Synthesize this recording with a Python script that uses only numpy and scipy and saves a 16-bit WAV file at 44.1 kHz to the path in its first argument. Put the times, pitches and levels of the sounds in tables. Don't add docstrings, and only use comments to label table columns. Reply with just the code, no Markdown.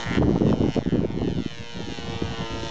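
import sys
import numpy as np
from scipy import signal
from scipy.fft import rfft, irfft
from scipy.io import wavfile
from scipy.ndimage import uniform_filter1d, map_coordinates

SR = 44100
rng = np.random.default_rng(int(sys.argv[2]) if len(sys.argv) > 2 else 0)


def ratio_of_db(decibels):
    return 10 ** (np.asarray(decibels, float) / 20)


def generate_wav(signal):
    frames = np.transpose(np.atleast_2d(signal))
    scaled = np.clip(frames, -1, 1) * 32767
    pcm = np.round(scaled).astype(np.int16)
    wavfile.write(sys.argv[1], SR, pcm)


N = 119070
T = np.arange(N) / SR


def evened(x):
    return x / np.sqrt(np.mean(x ** 2) + 1e-20)


def curve(table, column=1):
    rows = np.array(table)
    return np.interp(T, rows[:, 0], rows[:, column])


def drift(seconds):
    span = max(int(seconds * SR), 2)
    once = uniform_filter1d(rng.standard_normal(N), span)
    return evened(uniform_filter1d(once, span))


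# time_s, level_db
BREEZE_LEVEL = [(0.0, -32.5), (0.15, -31.5), (0.19, -17), (0.34, -24), (0.48, -28), (0.71, -29),
                (0.95, -36), (1.13, -34.5), (1.27, -29), (1.38, -32.5), (1.44, -45.5), (1.68, -38.5),
                (2.0, -31), (2.7, -37)]
# freq_hz, level_db (per Hz)
BREEZE_COLOUR = [
    (20, -16.5),
    (45, -8.5),
    (100, -8.5),
    (200, -9.5),
    (400, -29.5),
    (700, -21),
]


def breeze():
    lump_db, top_hz = 7, 800
    hz = np.fft.rfftfreq(N, 1 / SR)
    freq, db = np.transpose(BREEZE_COLOUR)
    colour = ratio_of_db(np.interp(np.log(hz + 1), np.log(freq), db))
    colour = colour / (1 + (hz / top_hz) ** 6)
    rumble = irfft(rfft(rng.standard_normal(N)) * colour, N)
    lumps = ratio_of_db(lump_db * np.minimum(drift(0.027), 1))
    return evened(rumble * lumps) * ratio_of_db(curve(BREEZE_LEVEL))


def pop(hz, lean):
    pop_cycles, snap_db, snap_ratio = 0.32, -24, 5.3
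    cycles = np.arange(-700, 701) / SR * hz

    def burst(v):
        return np.exp(-.5 * (v / pop_cycles) ** 2) * np.cos(2 * np.pi * v + lean)

    return (burst(cycles) + ratio_of_db(snap_db) * burst(snap_ratio * cycles)) * np.hanning(1401)


# start_s, length_s, level_db, pitch_hz
GUST_RUNS = [(0.108, 0.068, -21, 260), (0.174, 0.08, -11.5, 196), (0.246, .118, -18.5, 210),
             (0.37, 0.026, -50, 205), (0.404, .14, -15, 235), (0.557, 0.03, -32, 253),
             (0.599, 0.067, -20, 241), (0.677, .016, -18, 255), (0.771, .02, -16.5, 254),
             (0.859, 0.029, -19, 223), (0.917, .148, -18.5, 213), (1.071, 0.15, -39, 216),
             (1.205, 0.13, -20.5, 169), (1.351, 0.077, -22.5, 202), (1.568, 0.07, -33.5, 195),
             (1.754, 0.064, -31, 233), (1.867, 0.064, -33, 205), (1.968, 0.15, -36, 163),
             (2.24, 0.072, -31, 127), (2.393, 0.0212, -22, 130), (2.498, 0.18, -30.5, 141)]
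# time_s, peak_db, pitch_hz
SINGLE_POPS = [(0.005, -32, 438), (0.023, -29, 448), (0.075, -28, 359), (0.122, -21, 297),
               (0.137, -34.5, 420), (0.157, -36, 295), (0.174, -7, 221), (0.184, -9.5, 211),
               (0.198, -5, 250), (0.213, -8.5, 311), (0.221, -9.5, 385), (0.239, -11, 211),
               (0.248, -15.5, 225), (0.259, -15, 255), (0.273, -11, 230), (0.283, -3, 221),
               (0.293, -4, 274), (0.31, -8.5, 285), (0.321, -17, 226), (0.342, -15, 199), (0.353, -23, 294),
               (0.359, -8.5, 274), (0.377, -13, 276), (0.388, -25, 224), (0.399, -19, 247), (0.41, -8, 291),
               (0.419, -2.5, 256), (0.433, -11, 255), (0.453, -12, 216), (0.466, -10, 452),
               (0.478, -12, 263), (0.491, -6.5, 233), (0.506, -8.5, 368), (0.522, -13, 234),
               (0.536, -6, 221), (0.549, -29, 187), (0.562, -21, 293), (0.575, -18, 295), (0.584, -23, 387),
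               (0.606, -7.5, 223), (0.616, -9.5, 362), (0.628, -14, 289), (0.639, -8, 275),
               (0.649, -9.5, 310), (0.662, -6, 259), (0.686, -10.5, 297),
               (0.766, -9, 324), (0.778, -7.5, 407), (0.788, -6, 259), (0.826, -22, 294),
                 (0.862, -14, 285), (0.877, -11, 237), (0.889, -20, 292), (0.926, -13, 291),
                 (0.941, -11.5, 292), (0.949, -10.5, 233), (0.957, -8.5, 336), (0.98, -12.5, 228),
                 (0.991, -18, 246), (1.004, -14, 172), (1.017, -14, 319), (1.029, -13, 209),
                 (1.036, -12, 313), (1.049, -14.5, 215), (1.056, -15, 234), (1.105, -16.5, 258),
                 (1.125, -27, 260), (1.145, -21, 285), (1.163, -19, 246), (1.176, -12, 260),
                 (1.188, -19.5, 310), (1.206, -25, 275), (1.218, -12, 377), (1.231, -12, 211),
                 (1.248, -21, 221), (1.269, -30, 201), (1.277, -11.5, 244), (1.301, -24, 254),
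                 (1.31, -34, 239), (1.327, -22.5, 249), (1.357, -30, 256), (1.372, -19, 284),
                 (1.387, -13.5, 225), (1.404, -14, 240), (1.462, -12, 224), (1.804, -19, 272),
                 (1.876, -22.5, 207), (1.887, -19.5, 253), (1.923, -21.5, 266), (1.988, -20, 328),
                 (2.031, -28.5, 227), (2.077, -30, 328), (2.1, -20, 194), (2.223, -9.5, 252),
                 (2.263, -27, 266), (2.387, -24.5, 254), (2.406, -27.5, 245), (2.415, -39, 252),
                 (2.536, -25.5, 221), (2.634, -21, 281), (2.643, -31.5, 235)]
# time_s, peak_db, pitch_hz
HIGH_FLICKS = [(.212, -19, 600), (.226, -9, 600), (.233, -16, 900), (.292, -15, 600), (.363, -16.5, 700),
               (.467, -16.5, 650), (0.49, -17, 600), (.528, -12, 850), (.637, -19, 600), (.686, -18, 615),
               (.766, -22, 650), (0.788, -28, 800), (.821, -30, 700), (.956, -31, 650), (1.006, -24.5, 640),
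               (1.22, -17.5, 575), (1.278, -26, 700)]


def gusts():
    pops_per_s, pitch_spread, size_db, trim_db = 180, 0.65, 4.5, -6
    out = np.zeros(N + 1401)
    for start, length, db, hz in GUST_RUNS:
        count = max(int(length * pops_per_s), 2)
        place, tone, size, lean = rng.random((60, 4))[:count].T
        place = (np.arange(len(place)) + place) / len(place)
        for p, h, s, a in zip(place, tone, size, lean):
            at = min(int((start + p * length) * SR), N)
            pitch = hz * np.exp(pitch_spread * (2 * h - 1))
            level = db + trim_db + 7 - size_db * np.log(s + 0.026) - size_db
            out[at:at + 1401] += ratio_of_db(level) * pop(pitch, 2 * np.pi * a)
    singles = SINGLE_POPS + HIGH_FLICKS
    for (s, db, hz), a in zip(singles, rng.random(200)):
        at = int(s * SR)
        out[at:at + 1401] += ratio_of_db(db) * pop(hz, 2 * np.pi * a)
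    return out[700:700 + N]


# time_s, rate_hz
FIRING_RATE = [(0, 115.3), (.17, 114.7), (.32, 114.5), (.49, 113.6), (.71, 113.3), (.92, 113.7),
               (1.14, 114.6), (1.43, 116.4), (1.5, 116.8), (1.69, 116.9), (1.81, 117.2), (1.97, 116.7),
               (2.04, 116.1), (2.5, 113.2), (2.7, 112.8)]


def firing_pulses():
    jitter, first_firing, shimmer_db, puff_db, puff_cycles = .0002, .42, 1.0, -15, .3
    twinkle_db, twinkle_rad = 2.0, .35
    turns = np.cumsum(curve(FIRING_RATE) * (1 + jitter * drift(.03))) / SR - first_firing

    twinkle = uniform_filter1d(rng.standard_normal((300, 160)), size=11, axis=0)
    twinkle = evened(uniform_filter1d(twinkle, size=2, axis=1))
    twinkle = twinkle * np.minimum(np.arange(160) % 80 / 30 + .6, 1)

    is_hum = np.arange(80) * FIRING_RATE[0][1] < 1.3 * 1150
    smear = np.where(is_hum, 1.6, .35) * rng.standard_normal(80) + np.pi / 2

    bangs = np.zeros(N)
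    for k in range(1, 80):
        swell = np.interp(T * 100, np.arange(300), twinkle[:, k])
        wander = np.interp(T * 100, np.arange(300), twinkle[:, k + 80])
        phase = 2 * np.pi * k * turns + smear[k] + twinkle_rad * wander
        bangs += ratio_of_db(twinkle_db * swell) * np.cos(phase)
    puffs = evened(np.exp(-(turns % 1) / puff_cycles) * rng.standard_normal(N))
    firing = evened(bangs) * ratio_of_db(shimmer_db * drift(.008)) + ratio_of_db(puff_db) * puffs
    return firing, puffs


# time_s, echo_strength (0-1), wash_db
AIR_PATH = [(0, .3, -2), (.2, .3, -8), (.5, .3, -13), (.8, .4, -15), (1.3, .48, -10), (1.8, .6, -7),
            (2.1, .5, -2), (2.7, .45, 0)]
# time_s, lag_ms
GROUND_LAG = [(0, 0.041), (.35, 0.15), (.56, 0.12), (.65, 0.37), (.77, 0.41), (.83, 0.54), (1.15, 0.92),
              (1.25, 1.06), (1.45, 1.56), (1.65, 1.91), (1.75, 2.07), (2.05, 2.76), (2.25, 2.49),
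              (2.5, 3.05), (2.7, 3.13)]
# time_s, lag_ms, strength (0-1)
WING_BOUNCE = [(0, .98, .4), (.45, 1.0, .3), (.55, 1.33, .55), (.8, 1.35, .55), (.9, 1.9, .3),
               (1.2, 2.3, .25), (1.5, 2.3, .1), (2.7, 2.3, .1)]


def over_ground(x):
    dull = signal.sosfiltfilt(signal.butter(2, 4200, fs=SR, output="sos"), x)

    def delayed(lag_table):
        return map_coordinates(dull, [np.arange(N) - curve(lag_table) * SR / 1000], order=3, mode="nearest")

    field = curve(AIR_PATH) * delayed(GROUND_LAG) * 1.3
    return x + field + curve(WING_BOUNCE, column=2) * delayed(WING_BOUNCE)


def resonate(x, hz, width):
    return signal.filtfilt(*signal.iirpeak(hz, hz / width, SR), x)


# freq_hz, width_hz, level_db
RESONANCES = [(230, 570, -6), (458, 236, 9), (900, 208, 5.5), (1426, 295, -3), (1795, 346, -3),
              (2100, 490, -5.5), (2466, 170, -11.5), (2939, 566, 2), (3655, 670, 0.5), (4330, 570, -4),
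              (5400, 590, -2.5), (6010, 930, -10.5), (6630, 900, -11)]
# time_s, hum_db (body), bark_db (exhaust), ring_db (muffler), tick_db (valves)
TURNING = [(0, 0.5, 1.5, -7, -3), (.07, 3.5, 15, -3, 0.5), (.17, 0.5, 13.5, 8, -1.5),
           (0.2, -7.5, 6.5, -0.5, -6), (.49, -3.5, 1, 3.5, -2.5), (.58, 4, 0.5, 8, -0.5),
           (.66, -1, 8.5, 10, 2.5), (.76, 0.5, 4, 6, 1.5), (.82, 0, 6, 8, 1.5), (.95, 7.5, 10.5, 6.5, -0.5),
           (1.4, -4.5, 0, 1.5, -3.5), (1.75, -4, 3, 2, -2), (2.1, 5, 1.5, 4, -3), (2.4, 8, 7, 6, -3),
           (2.7, 7, 2.5, 3.5, -2)]


def engine():
    flutter_db, tick_hiss_db, tick_lead_s, tick_low_hz = .6, -2, .001, 4800
    band_tops_hz = [1150, 2400, 3400, tick_low_hz]
    firing, puffs = firing_pulses()
    drive = over_ground(firing)
    wash = ratio_of_db(curve(AIR_PATH, column=2))
    bands = np.zeros((5, N))
    for hz, width, db in RESONANCES:
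        hiss = (hz > tick_low_hz) * ratio_of_db(tick_hiss_db) * puffs
        wash_noise = wash * (0.68 + (hz / 4000) ** 2) * rng.standard_normal(N)
        ring = resonate(drive + hiss + wash_noise, hz, width)
        bands[np.searchsorted(band_tops_hz, hz)] += ring * ratio_of_db(db + flutter_db * drift(0.2))
    hum, bark, ring, clatter, ticks = bands
    scale = np.hypot(clatter.std(), ticks.std())
    mix = clatter + np.roll(ticks, -int(tick_lead_s * SR)) * ratio_of_db(curve(TURNING, column=4))
    for column, band in enumerate((hum, bark, ring), 1):
        mix = mix + band * ratio_of_db(curve(TURNING, column=column))
    return mix / scale


# time_s, level_db
PLANE_LEVEL = [(0, -38), (.07, -47.5), (.17, -42), (.205, -51), (.4, -49), (.43, -51), (.5, -44.5),
               (.55, -51.5), (.68, -52.5), (.75, -45), (.81, -55.5), (1.04, -56.5), (1.44, -47.5),
               (1.84, -47), (1.97, -44), (2.04, -46.5), (2.55, -47), (2.7, -43)]


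def scene():
    ceiling = .4
    wind = ceiling * np.tanh((gusts() + breeze()) / ceiling)
    return (ratio_of_db(curve(PLANE_LEVEL)) * engine() + wind)[None]


def roll_off(x):
    return signal.sosfilt(signal.butter(12, 9195, fs=SR, output="sos"), x)


def record(dry):
    low_hz, top_hz, offset = 76.6, 8440, 0.014
    x = signal.sosfilt(signal.butter(1, low_hz, "high", fs=SR, output="sos"), dry)
    x = signal.sosfilt(signal.butter(22, top_hz, fs=SR, output="sos"), x)
    return roll_off(x + offset)


dry = scene()
out = record(dry)
generate_wav(out)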